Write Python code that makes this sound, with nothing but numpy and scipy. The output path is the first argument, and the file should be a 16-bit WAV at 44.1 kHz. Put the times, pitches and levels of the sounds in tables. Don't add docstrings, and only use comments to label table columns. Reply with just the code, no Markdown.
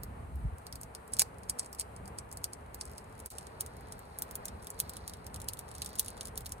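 import sys
import numpy as np
from scipy import signal
from scipy.fft import rfft, irfft, next_fast_len
from scipy.io import wavfile
from scipy.ndimage import map_coordinates

SR = 44100
rng = np.random.default_rng(int(sys.argv[2]) if len(sys.argv) > 2 else 0)


def digitize_waveform(pressure):
    field = np.atleast_2d(pressure).T
    bounded = np.clip(field, -1, 1)
    quanta = np.round(bounded * 32767).astype(np.int16)
    wavfile.write(sys.argv[1], SR, quanta)


N = 291060
TIME = np.arange(N) / SR
SIZE = 8192
AGE = np.arange(SIZE) / SR
BINS = np.fft.rfftfreq(SIZE, 1 / SR)


def amp(db):
    return 10 ** (np.asarray(db) / 20)


def unit(x):
    return x / np.sqrt(np.mean(x ** 2) + 1e-20)


def along(points, hz):
    knots, values = np.transpose(points)
    return np.interp(np.log(hz + 1), np.log(knots + 1), values)


def curve(points):
    return np.interp(TIME, *np.transpose(points))


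def swell(s, half_width):
    return np.exp(-((TIME - s) / half_width) ** 2)


def wobble(rate):
    return map_coordinates(rng.standard_normal(SIZE), [TIME * rate], mode="mirror")


def filtered(x, response):
    size = next_fast_len(N + SIZE)
    return irfft(rfft(x, size) * response(np.fft.rfftfreq(size, 1 / SR)), size)[..., :N]


def causal(db):
    cepstrum = irfft(np.log(amp(db)))
    cepstrum[1:SIZE // 2] *= 2
    cepstrum[SIZE // 2 + 1:] = 0
    return np.exp(rfft(cepstrum))


def pulse(spectrum):
    fade = np.cos(np.pi / 2 * AGE / AGE[-1])
    return unit(irfft(spectrum) * fade) / np.sqrt(SIZE)


def burst(t60):
    tail = rng.standard_normal((2, SIZE)) * amp(-60 * AGE / t60)
    return tail / np.linalg.norm(tail, axis=1, keepdims=True)


def add(out, s, sound):
    start = int(np.clip(round(s * SR), 0, N - 1))
    out[:, start:start + SIZE] += sound[:, :N - start]


def mic_path(scatter_db, t60=0.046, table_db=-20.5, table_s=0.0023, left_lag_s=0.0003):
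    scatter = amp(scatter_db) * (burst(t60) + amp(-20) * burst(t60=0.26))
    bounce = amp(table_db) * np.exp(-2j * np.pi * BINS * table_s * (1 + rng.random() / 2))
    spread = amp(along([(3000, 6), (6000, 2), (10000, 0), (14000, -1.5)], BINS))
    answer = (1 + bounce + spread * rfft(scatter)) / np.hypot(1, spread * amp(scatter_db))
    return answer * np.exp(-2j * np.pi * BINS * np.array([[left_lag_s], [0]]))


def fracture(spectrum, body_db, bright_db, ports, splinter_s=0.000319, ripple_db=2):
    tilt = along([(1800, body_db / 2), (3600, body_db), (7500, 0), (10000, 0), (13000, bright_db)], BINS)
    uneven = lambda: map_coordinates(rng.standard_normal(40), [BINS / 700], mode="mirror")
    delay = splinter_s * np.abs(1 + uneven())
    release = amp(ripple_db * uneven()) * np.exp(-2j * np.pi * np.cumsum(delay) * BINS[1])
    return pulse(release * ports * causal(along(spectrum, BINS) + tilt))


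def crackle(force, spectrum, per_s, spread_db):
    fires = rng.random(N) < per_s / SR
    snaps = fires * amp(spread_db * rng.standard_normal(N)) * rng.choice([-1, 1], N)
    ring = pulse(causal(along(spectrum, BINS)) * mic_path(scatter_db=-8, t60=0.036))
    return signal.fftconvolve((unit(snaps) * force)[None], ring, axes=1)[:, :N]


def cracks(rows, spectrum, hold_s=0.00055, travel_s=0.00094):
    plain_body_db, plain_top_db = -19.5, -27.5
    splinter_db, build_s, settle_s = -23.5, 0.0043, 0.0087
    out, strain = np.zeros((2, N)), np.zeros(N)
    for s, peak_db, body_db, top_db in rows:
        ports = mic_path(scatter_db=-4)
        crack = fracture(spectrum, body_db - plain_body_db, top_db - plain_top_db, ports)
        add(out, s + travel_s, amp(peak_db) * np.sqrt(hold_s * SR) * crack)
        near = slice(max(round(s * SR) - SIZE, 0), round(s * SR) + SIZE)
        since = TIME[near] - s
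        envelope = np.exp(np.minimum(since / build_s, -since / settle_s))
        strain[near] += amp(splinter_db + peak_db) * envelope
    return out + crackle(strain, spectrum, per_s=1200, spread_db=4)


# (frequency [Hz], likeness [0-1])
PORT_LIKENESS = [(60, 0.93), (150, 0.98), (260, 1), (500, 0.5), (1000, 0.2), (2500, 0.18)]
# (frequency [Hz], left minus right [dB])
BALANCE = [(250, -1.2), (500, 0), (1000, 2.5), (2500, -0.3)]
def air_noise(spectrum, left_lead_s=0):
    width = lambda hz: np.arccos(np.clip(along(PORT_LIKENESS, hz), -1, 1)) / 2
    colour = lambda hz: amp(along(spectrum, hz)) * [np.cos(width(hz)), np.sin(width(hz))]
    mid, side = filtered(rng.standard_normal((2, N)), colour)
    half = np.array([[0.5], [-0.5]])
    pan = lambda hz: amp(half * along(BALANCE, hz)) * np.exp(2j * np.pi * hz * half * left_lead_s)
    return unit(filtered(np.array([mid + side, mid - side]), pan))


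# (time [s], level [dB])
WIND_LEVELS = [(0.0, -45), (0.27, -45), (0.46, -43.5), (0.6, -55.5), (0.73, -47.5), (1.05, -60),
               (1.23, -50), (1.84, -60), (2.02, -45), (2.28, -51.5), (4.4, -52.5), (4.57, -47), (4.68, -51),
               (6.6, -50.5)]
RUSH_LEVELS = [(0.0, -53.5), (3.6, -51), (6.6, -51.5)]
# (frequency [Hz], relative level [dB])
WIND_SPECTRUM = [(20, -36), (32, -7), (48, -7.5), (70, -1.5), (100, -5), (150, -11), (220, -14.5),
                 (330, -23.5), (700, -65)]
RUSH_SPECTRUM = [(100, -5), (220, -0.5), (320, -6), (420, 3.5), (560, -0.5), (850, 1), (1300, -5),
                 (2000, -11.5), (3000, -20.5), (4300, -34), (9000, -54)]
HISS_SPECTRUM = [(2500, -37), (4000, -1.5), (5500, -12), (7700, -5.5), (8300, 1.5), (10300, 0),
                 (12200, -12.5), (14000, -4), (15700, -42), (16300, -27)]
def outdoors(wind_trim_db=-1, drone_hz=64, drone_db=-58, hiss_db=-69.5):
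    rumble = amp(curve(WIND_LEVELS) + wind_trim_db + 1.5 * wobble(14)) * air_noise(WIND_SPECTRUM)
    phase = 2 * np.pi * np.cumsum(drone_hz + 3 * wobble(13)) / SR
    drone = amp(drone_db + 0.59 * wobble(3)) * np.sin(phase)
    rush = amp(curve(RUSH_LEVELS) + 0.81 * wobble(8.8)) * air_noise(RUSH_SPECTRUM, left_lead_s=0.00042)
    hiss = amp(hiss_db + wobble(14)) * air_noise(HISS_SPECTRUM)
    return rumble + drone + rush + hiss


# (time [s], rate [ticks/s])
EMBER_RATES = [(0, 1.9), (2.6, 11), (5.4, 20.6), (5.95, 39.5), (6.6, 19)]
# (frequency [Hz], relative level [dB])
COAL_SPECTRUM = [(300, -33), (2000, -17), (3700, -2.5), (7000, -0.5), (8500, 7.5), (10700, 2.5),
                 (12000, -10), (14800, -12.5), (15700, -20), (16800, -35)]
def embers(tick_db=-32, at_rate=33, db_per_doubling=5.5):
    rate = curve(EMBER_RATES)
    level_db = tick_db + db_per_doubling * np.log2(np.maximum(rate, 1) / at_rate)
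    out = np.zeros((2, N))
    for n in np.flatnonzero(rng.random(N) < rate / SR):
        gain = amp(level_db[n] + 3 * np.clip(rng.standard_normal(), -2, 2))
        tick = fracture(COAL_SPECTRUM, body_db=3, bright_db=rng.normal(6, 4), ports=mic_path(-5))
        add(out, n / SR, gain * tick)
    return out


# (time [s], peak [dB], body below 6 kHz [dB re peak], top above 11 kHz [dB re peak])
SHELL_TICKS = [(0.0333, -29.5, -23, -6), (0.3565, -46, -40, -14), (0.5825, -42.5, -30, -17),
               (0.6663, -33.5, -16, -20), (0.7248, -31, -14, -19), (0.755, -32.5, -23, -18),
               (0.812, -32, -56, -19), (0.832, -33.5, -28, -20), (0.9486, -30.5, -20.5, -25),
               (1.0775, -42, -42, -17), (1.1207, -44, -34, -18), (1.1348, -19.5, -45, -33),
               (1.1666, -31.5, -17, -23), (1.1875, -26, -23, -20), (1.3833, -45, -24, -21),
               (1.4327, -41, -22, -32), (1.496, -16.5, -28, -27), (1.5876, -31, -30, -23),
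               (1.5936, -17.5, -27.5, -42), (1.6595, -37.5, -29, -32), (1.728, -33, -22, -17),
               (1.7476, -37, -25, -18), (1.7958, -19.5, -29, -27), (1.8107, -28, -21, -23),
               (1.9625, -37.5, -29, -34), (2.0557, -41.5, -21, -28), (2.077, -37, -34, -23),
               (2.1851, -26, -27.5, -34), (2.3136, -36.5, -23, -22), (2.3256, -31.5, -44, -21),
               (2.3709, -30.5, -28, -21), (2.4409, -19, -22.5, -22), (2.532, -29.5, -25, -27),
               (2.744, -31, -21, -12), (2.81, -24.5, -23, -33), (2.853, -35, -35, -20),
               (2.9145, -46, -22, -6), (2.98, -33, -20, -25)]
# (frequency [Hz], relative level [dB])
SHELL_SPECTRUM = [(300, -35), (2200, -9), (3800, -7), (4600, 5), (7000, -2), (8300, 9.5), (10700, 0.5),
                  (13500, -10), (15400, -10), (16800, -46)]
def shell_cracks():
    return cracks(SHELL_TICKS, SHELL_SPECTRUM)


# (centre time [s], half-width [s], peak [dB], swing [Hz])
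EDDIES = [(0.363, 0.049, -35, 68), (0.453, 0.0054, -25, 107), (0.464, 0.027, -28, 52.7),
          (0.536, 0.013, -33.5, 80.4)]
def wind_buffets(offset_rad=0.27):
    offset = offset_rad * np.array([[1], [-1]])
    return sum(amp(db) * swell(s, width) * np.sin(2 * np.pi * hz * (TIME - s) + offset)
               for s, width, db, hz in EDDIES)


# (time [s], snap energy [dB], knock energy [dB])
SHELL_BREAKS = [(1.1942, 5.5, -38), (1.2002, -3.5, -19.5), (1.2105, -16, -27), (1.2185, 1.5, -14),
                (1.2223, -16, -18)]
# (frequency [Hz], relative level [dB], t60 [s])
CUP_MODES = [(656, -3, 0.03), (865, 5.5, 0.011), (1640, 9, 0.0051), (2250, 9, 0.012)]
def shell_breaks():
    out = np.zeros((2, N))
    for s, snap_db, knock_db in SHELL_BREAKS:
        knock = sum(amp(db + rng.normal(0, 4) - 60 * AGE / t60) * np.cos(2 * np.pi * hz * AGE)
                    for hz, db, t60 in CUP_MODES)
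        ports = mic_path(scatter_db=-9, t60=0.04)
        snap = fracture(SHELL_SPECTRUM, body_db=-6.5, bright_db=6, ports=ports, splinter_s=0.00053)
        add(out, s, amp(snap_db) * snap + amp(knock_db) * knock / np.linalg.norm(knock))
    return out


# (frequency [Hz], relative level [dB])
RIP_SPECTRUM = [(200, -21), (1500, -12), (3500, -7.5), (5700, 2), (10700, 2.5), (11800, -2), (13000, -10),
                (15700, -10), (16400, -35)]
def shell_rip(tear_s=1.1955, free_s=1.218, peak_db=-23, rise_db_per_s=3500, sag_db_per_s=518):
    since = TIME - tear_s
    pull = amp(peak_db + np.minimum(rise_db_per_s * since, -sag_db_per_s * since)) * (TIME < free_s)
    return crackle(pull, RIP_SPECTRUM, per_s=5000, spread_db=3.5)


# (centre time [s], half-width [s], level [dB])
SHELL_RUBS = [(1.646, 0.024, -51), (1.805, 0.017, -44.5), (2.9, 0.11, -59), (3.358, 0.11, -61)]
def shell_rustle():
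    rubbing = sum(amp(db) * swell(s, width) for s, width, db in SHELL_RUBS)
    return crackle(rubbing, SHELL_SPECTRUM, per_s=350, spread_db=5)


# (time [s], peak [dB], body below 6 kHz [dB re peak], top above 11 kHz [dB re peak])
GRILL_POPS = [(3.1912, -43, -23, -20), (3.2003, -36, -25, -20), (3.259, -27.5, -31, -13),
              (3.3027, -19, -20, -14), (3.3829, -27.5, -20, -27), (3.468, -37.5, -15, -21),
              (3.6072, -19, -23, -14), (3.6615, -33.5, -21, -15), (3.7666, -44, -27, -17),
              (3.8076, -47, -24, -13), (3.9219, -31, -21, -21), (3.9909, -39.5, -38, -10),
              (4.1863, -25, -30, -7.5), (4.2206, -20.5, -22.5, -7.5), (4.31, -32.5, -21, -9),
              (4.3537, -24, -24, -7), (4.454, -25, -23, -10), (4.4817, -30.5, -17, -21),
              (4.6251, -41, -27, -22), (4.6444, -42, -25, -18), (4.669, -30.5, -16, -12),
              (4.7021, -28, -39, -17), (4.79, -33, -26, -11), (4.8, -15, -19.5, -12.5),
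              (4.894, -28, -22.5, -13), (4.9345, -37, -22, -15), (4.9673, -30.5, -18, -19),
              (5.077, -27, -19.5, -16), (5.0953, -34.5, -14, -17), (5.1352, -34.5, -9, -17),
              (5.2655, -32, -17, -14), (5.3427, -30.5, -17, -18), (5.36, -33, -15, -17),
              (5.4003, -37, -18, -17), (5.416, -32.5, -21, -18), (5.4426, -41, -17, -15),
              (5.4852, -20.5, -19.5, -13.5), (5.5333, -28, -25, -14), (5.5706, -41, -13, -17),
              (5.5905, -28.5, -19.5, -13), (5.6875, -42, -15, -18), (5.7133, -37, -18, -22),
              (5.7505, -34.5, -20, -24), (5.7813, -36.5, -19, -17), (5.8184, -22.5, -13.5, -21),
              (5.8455, -33, -16, -12), (5.8597, -27.5, -16.5, -24), (5.8903, -39, -21, -17),
              (5.9303, -42, -15, -20), (5.9538, -33.5, -17, -14), (5.9866, -29, -18, -22),
              (5.9941, -12, -21.5, -9), (6.046, -37, -23, -19), (6.06, -33.5, -17, -18),
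              (6.0813, -26.5, -20, -23), (6.1025, -37, -24, -18), (6.1757, -41, -11, -21),
              (6.2085, -26, -12, -24), (6.23, -39, -20, -21), (6.2538, -30, -19, -19),
              (6.2707, -34, -18, -18), (6.2815, -38, -16, -20), (6.356, -38, -20, -24),
              (6.3757, -23, -13, -7.5), (6.4064, -36.5, -17, -14), (6.4585, -33, -9, -18),
              (6.463, -29.5, -12, -13), (6.4922, -40, -19, -14), (6.52, -25.5, -20.5, -16)]
def charcoal_pops():
    return cracks(GRILL_POPS, COAL_SPECTRUM)


# (centre time [s], half-width [s], level [dB])
STEAM_SWELLS = [(3.95, 0.84, -70), (4.97, 0.24, -64.5), (5.95, 0.26, -61.5)]
# (frequency [Hz], relative level [dB])
STEAM_SPECTRUM = [(2400, -27), (3500, -8), (4350, 3.5), (5100, -3), (12000, -32)]
def steam():
    flow = sum(amp(db) * swell(s, width) for s, width, db in STEAM_SWELLS)
    return crackle(flow, STEAM_SPECTRUM, per_s=900, spread_db=4)


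def scene():
    close = shell_cracks() + charcoal_pops() + embers() + steam()
    close += shell_rip() + shell_rustle() + shell_breaks()
    return close * amp([[-0.4], [0.4]]) + wind_buffets() + outdoors()


def record(dry, low_hz=38, top_hz=16600):
    dip_s, depth_db, fall_s, rise_s = 3.3, -24, 0.03, 0.018
    dip_db = np.interp(TIME, [dip_s - fall_s, dip_s, dip_s + rise_s], [0, depth_db, 0])
    band = lambda hz: 1 / np.sqrt((1 + (low_hz / (hz + 1)) ** 8) * (1 + (hz / top_hz) ** 120))
    return filtered(dry * amp(dip_db), band)


dry = scene()
out = record(dry)
digitize_waveform(out)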